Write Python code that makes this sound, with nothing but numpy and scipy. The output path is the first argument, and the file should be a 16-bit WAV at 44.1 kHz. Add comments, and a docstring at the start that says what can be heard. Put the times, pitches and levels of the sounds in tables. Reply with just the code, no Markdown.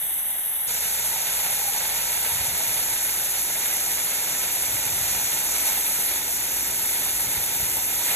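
"""Dental rinse and suction, close up

A tooth is rinsed with an air-water syringe while a suction tip draws the water off, close to a stereo
pair. Air and torn-up water rush through tip and hose, the hollow round the tooth resonates, and the
spray hisses and sizzles. Twice the tip is shifted: it gurgles and the hiss changes colour. The hiss
starts thin and fills out all at once; a pump hums faintly and a deep rumble swells now and then."""
import sys
import numpy as np
from scipy import signal
from scipy.fft import rfft, irfft, next_fast_len
from scipy.io import wavfile
from scipy.ndimage import uniform_filter1d

SR = 44100
rng = np.random.default_rng(int(sys.argv[2]) if len(sys.argv) > 2 else 0)


def digitize_waveform(pressure):
    """Quantize a signal to 16-bit integers and store it at the path in sys.argv[1].

    Rows of a 2-D input are taken as channels; values are limited to [-1, 1].
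    """
    field = np.atleast_2d(pressure).T
    bounded = np.clip(field, -1, 1)
    quanta = np.round(bounded * 32767).astype(np.int16)
    wavfile.write(sys.argv[1], SR, quanta)


N = 359415
SIZE = next_fast_len(N)
HZ = np.maximum(np.arange(SIZE // 2 + 1) * SR / SIZE, 1)
TIME = np.arange(N) / SR

# resonances of the suction tip (frequency [Hz], width [Hz], gain [dB])
TIP_MODES = [(2240, 840, 5.5), (2817, 186, 4), (3617, 195, 5.5)]
# resonances of water gurgling in its mouth (frequency [Hz], width [Hz], gain [dB])
GULP_MODES = [(657, 300, -0.75), (850, 200, -2), (2260, 1700, 0.74)]
# the tip slurps a gulp of water (time [s], length [s], change of the rush [dB], gurgle level [dB])
SLURPS = [(1.27, .1, 1.2, -52), (2.79, .08, 1.5, -46), (4.854, .14, .5, -50), (5.07, 0.17, 2.5, -57),
          (5.578, 0.12, 2, -40.5), (5.67, .084, 2.3, -38), (5.77, 0.046, 3, -40), (6.123, .072, 4.5, -41),
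          (7.764, .08, -1.5, -46), (8.106, 0.17, 4.5, -35)]


def from_db(db):
    """Decibels to gain."""
    return 10 ** (np.asarray(db) / 20)


def rms_one(x):
    """Scale to unit rms."""
    return x / np.sqrt(np.mean(x ** 2) + 1e-20)


def in_time(rows):
    """Each column of a timed curve at every sample."""
    s, *columns = np.transpose(rows)
    return [np.interp(TIME, s, column) for column in columns]


def at_hz(points):
    """A table read along a log-frequency axis."""
    hz, value = np.transpose(points)
    return np.interp(np.log(HZ), np.log(hz), value)


def colour(points, modes=()):
    """Gain of a broad spectrum with resonant humps on it."""
    humps_db = sum(db / (1 + (2 * (HZ - hz) / width) ** 2) for hz, width, db in modes)
    return from_db(at_hz(points) + humps_db)


def resonance(hz, width_hz):
    """Response of one damped resonance, 1 at its peak."""
    return 1 / (1 + 1j * (HZ ** 2 - hz ** 2) / (HZ * width_hz))


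def ringing(modes):
    """Response of several steep-sided resonances side by side."""
    return sum(from_db(db) * np.abs(resonance(hz, width)) ** 2 for hz, width, db in modes)


def filtered(x, gain):
    """Apply a frequency response."""
    return irfft(rfft(x, SIZE) * gain, SIZE)[..., :N]


def ramp(s, rise_s):
    """Goes from 0 to 1 around time s."""
    return np.clip((TIME - s) / rise_s + .5, 0, 1)


def swell(s, length_s):
    """A smooth hump of height 1 at time s."""
    return np.exp(-(2 * (TIME - s) / length_s) ** 2)


def swells(rows):
    """Sum of brief level changes in dB."""
    return sum(db * swell(s, length_s) for s, length_s, db, *_ in rows)


def drift(rate_hz):
    """Random wander of unit rms, mostly slower than rate_hz."""
    hop, run_in = 40, 2000
    pole = np.exp(-2 * np.pi * rate_hz * hop / SR)
    noise = rng.standard_normal(N // hop + run_in + 2)
    slow = signal.lfilter([1], [1, -2 * pole, pole * pole], noise)[run_in:]
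    return np.interp(np.arange(N) / hop, np.arange(len(slow)), rms_one(slow))


def wet_air(per_s, spread_db, drops_db):
    """Turbulent air with tiny droplets of uneven size bursting in it."""
    chance, size, sign = rng.random((3, N))
    born = chance < per_s / SR
    burst_db = spread_db * np.minimum(-np.log(1 - size[born]), 4)
    bursts = np.zeros(N)
    bursts[born] = from_db(burst_db) * np.sign(sign[born] - .5)
    return rms_one(rng.standard_normal(N) + from_db(drops_db) * rms_one(bursts))


def at_microphones(source, gain, off_centre=1):
    """Direct sound reaches the left microphone first; scattered sound differs at the two. Unit rms."""
    # balance across the pair (frequency [Hz], left minus right [dB])
    balance = [(100, 0), (330, 0), (520, -4), (880, -8), (1150, -5), (2100, -7), (2530, -15), (3050, -1.5),
               (3600, -4), (4400, -4), (5100, 0)]
    # coherence across the pair (frequency [Hz], likeness [0-1])
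    likeness = [(100, .73), (520, .92), (1300, .98), (2100, .85), (2500, .6), (3600, .75), (4300, .6),
                (5000, .97), (5700, .65), (6500, .98), (7300, 1), (8400, .55), (9300, 1), (10100, 1),
                (10600, .85), (11500, .85), (12000, .98), (12900, .98), (13500, .65), (14600, 1)]
    # phase by which the left leads (frequency [Hz], lead [rad])
    left_lead = [(0, 0), (450, -.5), (900, .05), (1600, .1), (2410, .9), (2760, 2.8), (3270, 1.2),
                 (4310, 2.1), (5100, 3.15), (5600, 3.8), (6370, 6.2), (7490, 6.2), (8600, 8.1),
                 (9200, 9.35), (10150, 9.5), (11800, 12.4), (13100, 12.7), (14000, 15.1), (14600, 15.7)]
    alike = np.clip(at_hz(likeness), 0, .9998)
    sides = np.array([[1], [-1]])
    direct = np.sqrt(1 + alike) * rfft(source, SIZE)
    scattered = np.sqrt(1 - alike) * rfft(rng.standard_normal(N), SIZE)
    pan = from_db(off_centre * sides * at_hz(balance) / 2)
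    pan = pan / np.sqrt(np.mean(pan ** 2, axis=0))
    lead = np.exp(.5j * sides * np.interp(HZ, *np.transpose(left_lead)))
    return rms_one(irfft((direct + sides * scattered) * pan * lead * gain, SIZE)[:, :N])


def pump():
    """The pump motor hums faintly in its lowest orders, each wavering in level."""
    # motor orders (frequency [Hz], level [dB])
    orders = [(59.2, -56), (118.4, -65), (177.6, -62.5)]
    return sum(np.sqrt(2) * from_db(db + 1.9 * drift(4)) * np.sin(2 * np.pi * (hz * TIME + rng.random()))
               for hz, db in orders)


def low_rush():
    """A soft low rush; early on it reaches the pair out of step around one pitch and sounds scooped."""
    # course of the rush (time [s], level [dB], share out of step [0-1])
    course = [(0, -55, 0.05), (.6, -52, 0.96), (1.5, -50, 1), (2.35, -48, 0.98), (2.9, -51, 0.095),
              (5, -48.5, 0.082), (6.5, -48, 0.076), (8.15, -48, 0.14)]
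    level_db, apart = in_time(course)
    band = resonance(hz=305, width_hz=323) ** 2
    centred, split = rms_one(filtered(rng.standard_normal((2, N)), band))
    phase_flip = 1 - 2 * resonance(hz=307, width_hz=240)
    split = np.array([split, filtered(split, phase_flip)])
    return from_db(level_db) * (np.sqrt(1 - apart) * centred + np.sqrt(apart) * split)


def rumble():
    """A deep, uneven rumble swells now and then, alike in both channels, with soft thumps in it."""
    # stretches of rumble (time [s], length [s], level [dB])
    stretches = [(2.42, 0.31, -48), (2.85, .46, -53), (4.95, 0.83, -49), (6.5, 1.2, -56), (7.55, 0.93, -49)]
    # single low thumps (time [s], level [dB])
    thump_hits = [(2.331, -42), (2.368, -45), (2.408, -45), (2.531, -43), (2.703, -50), (4.699, -40.5),
                  (4.743, -41), (4.951, -42), (5.02, -44), (5.17, -48), (5.236, -46), (7.143, -44),
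                  (7.275, -38), (7.375, -37.5), (7.622, -38)]
    # spectrum of the rumble (frequency [Hz], level [dB])
    spectrum = [(24, -40), (42, -3), (68, 2.5), (115, 0.5), (190, -6.5), (330, -49)]
    flutter, low_noise = rms_one(filtered(rng.standard_normal((2, N)), colour(spectrum)))
    flutter_level = sum(from_db(db) * swell(s, length_s) for s, length_s, db in stretches)
    flutter = flutter * from_db(2.5 * drift(16)) * flutter_level
    even_noise = low_noise / np.sqrt(uniform_filter1d(low_noise ** 2, size=SR // 40) + 1e-6)
    thumps = even_noise * sum(from_db(db) * swell(s, length_s=0.036) for s, db in thump_hits)
    low_cut = signal.butter(4, 40, "high", fs=SR, output="sos")
    return signal.sosfilt(low_cut, flutter + thumps)


def top_hiss():
    """Two breathy bands at the very top of the spray trade places as the tip is shifted."""
    # levels of the bands (time [s], lower band [dB], upper band [dB])
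    levels = [(0, -42, -47), (1.6, -41, -42), (2.0, -53, -42), (4.2, -50, -43), (4.6, -44, -43),
              (5.55, -45, -45), (5.7, -38, -48), (6.13, -37, -43), (6.25, -42, -38), (7.0, -44, -41.5),
              (7.9, -38, -43), (8.06, -37, -45)]
    centres_hz, width_hz = (12400, 13520), 660
    hiss = 0
    for hz, db in zip(centres_hz, in_time(levels)):
        level = from_db(db + 0.89 * drift(20))
        hiss = hiss + level * at_microphones(rng.standard_normal(N), resonance(hz, width_hz) ** 2)
    return hiss


def rim_hiss():
    """Spray caught on the rim of the tip hisses in three sharp bands, most when the tip is shifted."""
    # spray on the rim (time [s], level [dB])
    course = [(0, -34), (1.6, -61), (4.4, -50), (5.1, -43), (5.55, -37), (5.68, -33), (6.15, -42),
              (6.28, -46), (7.9, -43), (8.08, -31)]
    # bands of the hiss (frequency [Hz], width [Hz], gain [dB])
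    bands = [(8120, 350, -1.2), (9200, 560, 0), (12300, 1100, -0.91)]
    rim_db, = in_time(course)
    return at_microphones(rng.standard_normal(N), ringing(bands)) * from_db(rim_db + 1.1 * drift(25))


def hose():
    """Sound runs down the suction hose and back; the echo ripples the spectrum at even steps."""
    round_trip_hz = 128.6
    echo = .19 * colour([(300, -29), (1300, 3.5), (2300, 3), (3300, 2), (5000, -1)])
    return 1 / (1 - echo * np.exp(-2j * np.pi * HZ / round_trip_hz))


def thin_hiss():
    """The thin, hollow hiss of the start, nearly as loud at both microphones."""
    # spectrum of the thin hiss at the start (frequency [Hz], level [dB])
    spectrum = [(100, -11), (400, -13.5), (850, -0.5), (1150, -11.5), (1500, -6.5), (2100, -1.5),
                (2450, -9), (2850, 0.5), (3250, -5), (3600, 0), (4100, -13), (4500, -16), (4950, -33),
                (5900, -2.5), (6500, -15), (7500, -11), (9000, -39)]
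    flow = wet_air(per_s=900, spread_db=1, drops_db=-7)
    hiss = at_microphones(flow, colour(spectrum) * hose(), off_centre=0.074)
    return hiss * from_db(-40 + .6 * drift(22))


def near_whistle():
    """Air sings in one narrow resonance of the hollow, lower for a moment as the water shifts."""
    # course of the note (time [s], pitch [Hz], level [dB])
    course = [(0.98, 900, -64), (1.06, 901, -45.5), (1.42, 895.4, -48.5), (1.67, 793.5, -45),
              (1.8, 872.5, -44.5), (1.93, 913, -49), (2.25, 915, -47), (2.6, 903.5, -54), (3.05, 899, -47),
              (3.25, 901, -56.5), (8.15, 906, -52)]
    hz, db = in_time(course)
    usual_hz = np.median(hz)
    held = at_microphones(rng.standard_normal(N), resonance(usual_hz, width_hz=53) ** 2)
    glide = np.exp(2j * np.pi * np.cumsum(hz - usual_hz) / SR)   # slides the band along the pitch curve
    return from_db(db) * (held * glide.real + filtered(held, 1j) * glide.imag)


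def hollow(rush_db):
    """Bubbling water drives the hollow round the tooth; it follows the suction, rings up and settles."""
    rings_s, settles_s = 1, 1.4
    rings = ramp(rings_s, rise_s=0.08)
    settling = np.exp(-(np.maximum(TIME - rings_s, 0) / settles_s) ** 2)
    ringing_db = -10 * (1 - rings) + 3.5 * rings * settling
    level_db = -48.5 + 0.36 * (rush_db - rush_db.mean()) + ringing_db
    cavity = resonance(hz=836, width_hz=294) ** 2 * hose()
    gurgle = at_microphones(wet_air(per_s=150, spread_db=4.5, drops_db=-5.5), cavity)
    singing = near_whistle()
    return gurgle * from_db(level_db + 2.6 * drift(33)) + singing * from_db(3 * drift(16))


def spatter():
    """Shreds of water spatter in the tip in short, uneven clumps."""
    clumps = from_db(7.5 * np.clip(drift(70), -2, 2))
    response = ringing(GULP_MODES + TIP_MODES) * colour([(600, -0.5), (2000, -7.5), (4000, -8)])
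    shreds = at_microphones(wet_air(per_s=600, spread_db=3, drops_db=5.5), response)
    return shreds * rms_one(clumps) * from_db(-45.5)


def gulps():
    """With each slurp, water gurgles unevenly in the mouth of the tip."""
    level = sum(from_db(gurgle_db) * swell(s, length_s) for s, length_s, _, gurgle_db in SLURPS)
    gurgle = at_microphones(wet_air(per_s=460, spread_db=4, drops_db=1), ringing(GULP_MODES))
    return gurgle * level * from_db(1.2 * drift(35))


def drops():
    """Larger drops snap into the tip and ring its modes for an instant, nearer the right microphone."""
    # drop impacts (time [s], relative strength [dB])
    impacts = [(1.736, -10), (2.248, -16), (2.2857, -24), (2.7465, -21), (3.331, -18), (3.5992, -21),
               (4.436, -23), (4.8623, -18), (4.965, -13), (5.3233, -10), (6.119, -23), (6.236, -24),
               (6.8528, -25), (7.644, -18)]
    clicks = np.zeros(N)
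    for s, db in impacts:
        clicks[round(s * SR)] = from_db(db)
    snap, damping = 0, 2.2
    for k, (hz, width, _) in enumerate(TIP_MODES):
        pole, angle = np.exp(-np.pi * damping * width / SR), 2 * np.pi * hz / SR
        feedback = [1, -2 * pole * np.cos(angle), pole * pole]
        snap = snap + (-1) ** k * signal.lfilter([0, np.sin(angle)], feedback, clicks + 1e-18)
    return snap * from_db([[-15], [-10]])


def suction(rush_db):
    """Air and shreds of water rush unevenly through the resonant tip and its hose."""
    # broad spectrum of the rush (frequency [Hz], level [dB])
    spectrum = [(25, -22), (55, -13.5), (110, -6.5), (180, -7), (270, -19), (330, -18.5), (410, -7),
                (600, -4.5), (950, -3), (1100, -14), (1300, -5), (2000, -5), (3100, -5.5), (4400, -1.5),
                (5300, -9), (6500, -65), (9000, -50)]
    flow = wet_air(per_s=900, spread_db=4, drops_db=-5)
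    rush = at_microphones(flow, colour(spectrum, TIP_MODES) * hose())
    return rush * from_db(rush_db + 3.5 + 0.69 * drift(17))


def air_jet(jet_db):
    """Air hisses from the syringe's nozzle, with two broad whistles in it."""
    # broad spectrum of the jet (frequency [Hz], level [dB])
    spectrum = [(4000, -41), (5300, -3.5), (5900, 1.5), (7000, 3), (7900, -1), (8600, -31), (10000, -42)]
    # nozzle whistles (frequency [Hz], width [Hz], gain [dB])
    whistles = [(6080, 220, 1.8), (8020, 320, 4.1)]
    hiss = at_microphones(wet_air(per_s=3300, spread_db=-12, drops_db=-24), colour(spectrum, whistles))
    return hiss * from_db(jet_db + 1.84 + 0.79 * drift(24))


def spray(jet_db, spurt_db):
    """Water torn to mist hisses very high and sizzles where it strikes foam; both sputter together."""
    # mist thrown off the tooth as the jet is moved about (time [s], level [dB])
    mist_course = [(0, -28), (2.2, -28), (3.05, -27.5), (4.2, -28.5), (5.5, -28.5), (5.65, -28),
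                   (6.0, -26.5), (6.14, -27), (6.24, -30.8), (6.55, -29), (6.9, -27.5), (7.5, -28.5),
                   (8.15, -28)]
    # spectrum of the mist (frequency [Hz], level [dB])
    mist_spectrum = [(8500, -39), (10000, -16), (10500, -0.5), (11050, -1.5), (11600, -4.5), (12400, -13.5),
                     (12850, -26), (13400, -18), (13950, -7), (14500, -22), (16000, -9.5)]
    # spectrum of spray on foam (frequency [Hz], level [dB])
    sizzle_spectrum = [(7500, -25), (8100, -1.5), (8700, 1.5), (9350, -5), (10000, -21), (11000, 4),
                       (12900, -16), (13400, 4.5), (14400, -14.5), (15100, 10), (15600, -2.5)]
    sputter = drift(18)
    mist = at_microphones(wet_air(per_s=6000, spread_db=8, drops_db=-10), colour(mist_spectrum))
    sizzle = at_microphones(wet_air(per_s=2000, spread_db=6.5, drops_db=0), colour(sizzle_spectrum))
    mist_db = in_time(mist_course)[0] + 3.5 + 0.63 * sputter
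    foam_db = ramp(4.6, rise_s=1)   # 1 dB more once the foam has built up
    sizzle_db = -30 + 0.79 * (jet_db - jet_db.mean()) + foam_db + .7 * sputter + .7 * drift(12)
    return mist * from_db(mist_db + spurt_db) + sizzle * from_db(sizzle_db + spurt_db)


def scene():
    """Close to the mouth: under the spray the sound starts thin, then fills out all at once."""
    # air drawn into the tip (time [s], level [dB])
    suction_course = [(0.7, -38), (1.4, -37), (2.5, -36), (3.1, -38), (3.55, -37.5), (4.0, -37), (5.0, -37),
                      (5.7, -37), (6.35, -39), (6.65, -38), (7.3, -37.3), (7.85, -38)]
    # the air jet, steady but for one harder stretch and a last push (time [s], level [dB])
    jet_course = [(0.7, -35), (4.9, -33.5), (5.15, -32.5), (5.68, -32.5), (5.73, -34), (6.15, -34.5),
                  (6.3, -34), (7.0, -34.5), (7.95, -34.5), (8.15, -32.5)]
    # jet and spray spurt or falter briefly (time [s], length [s], change [dB])
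    spurts = [(3.75, .05, 0.7), (5.678, 0.037, 3), (6.24, 0.077, -2)]
    rush_db = in_time(suction_course)[0] + swells(SLURPS)
    jet_db, = in_time(jet_course)
    spurt_db = swells(spurts)
    full = ramp(0.674, rise_s=0.012)
    drawn_in = suction(rush_db) + hollow(rush_db) + gulps() + spatter() + drops()
    body = drawn_in + air_jet(jet_db + spurt_db)
    bass = (low_rush() + pump() + rumble()) * from_db(-7 * (1 - full))
    treble = spray(jet_db, spurt_db) + rim_hiss() + top_hiss()
    return full * body + (1 - full) * thin_hiss() + bass + treble


def record(dry):
    """The top is cut steeply."""
    cutoff_hz = 15680
    return signal.sosfilt(signal.ellip(12, .1, 90, cutoff_hz, fs=SR, output="sos"), dry)


dry = scene()
out = record(dry)
digitize_waveform(out)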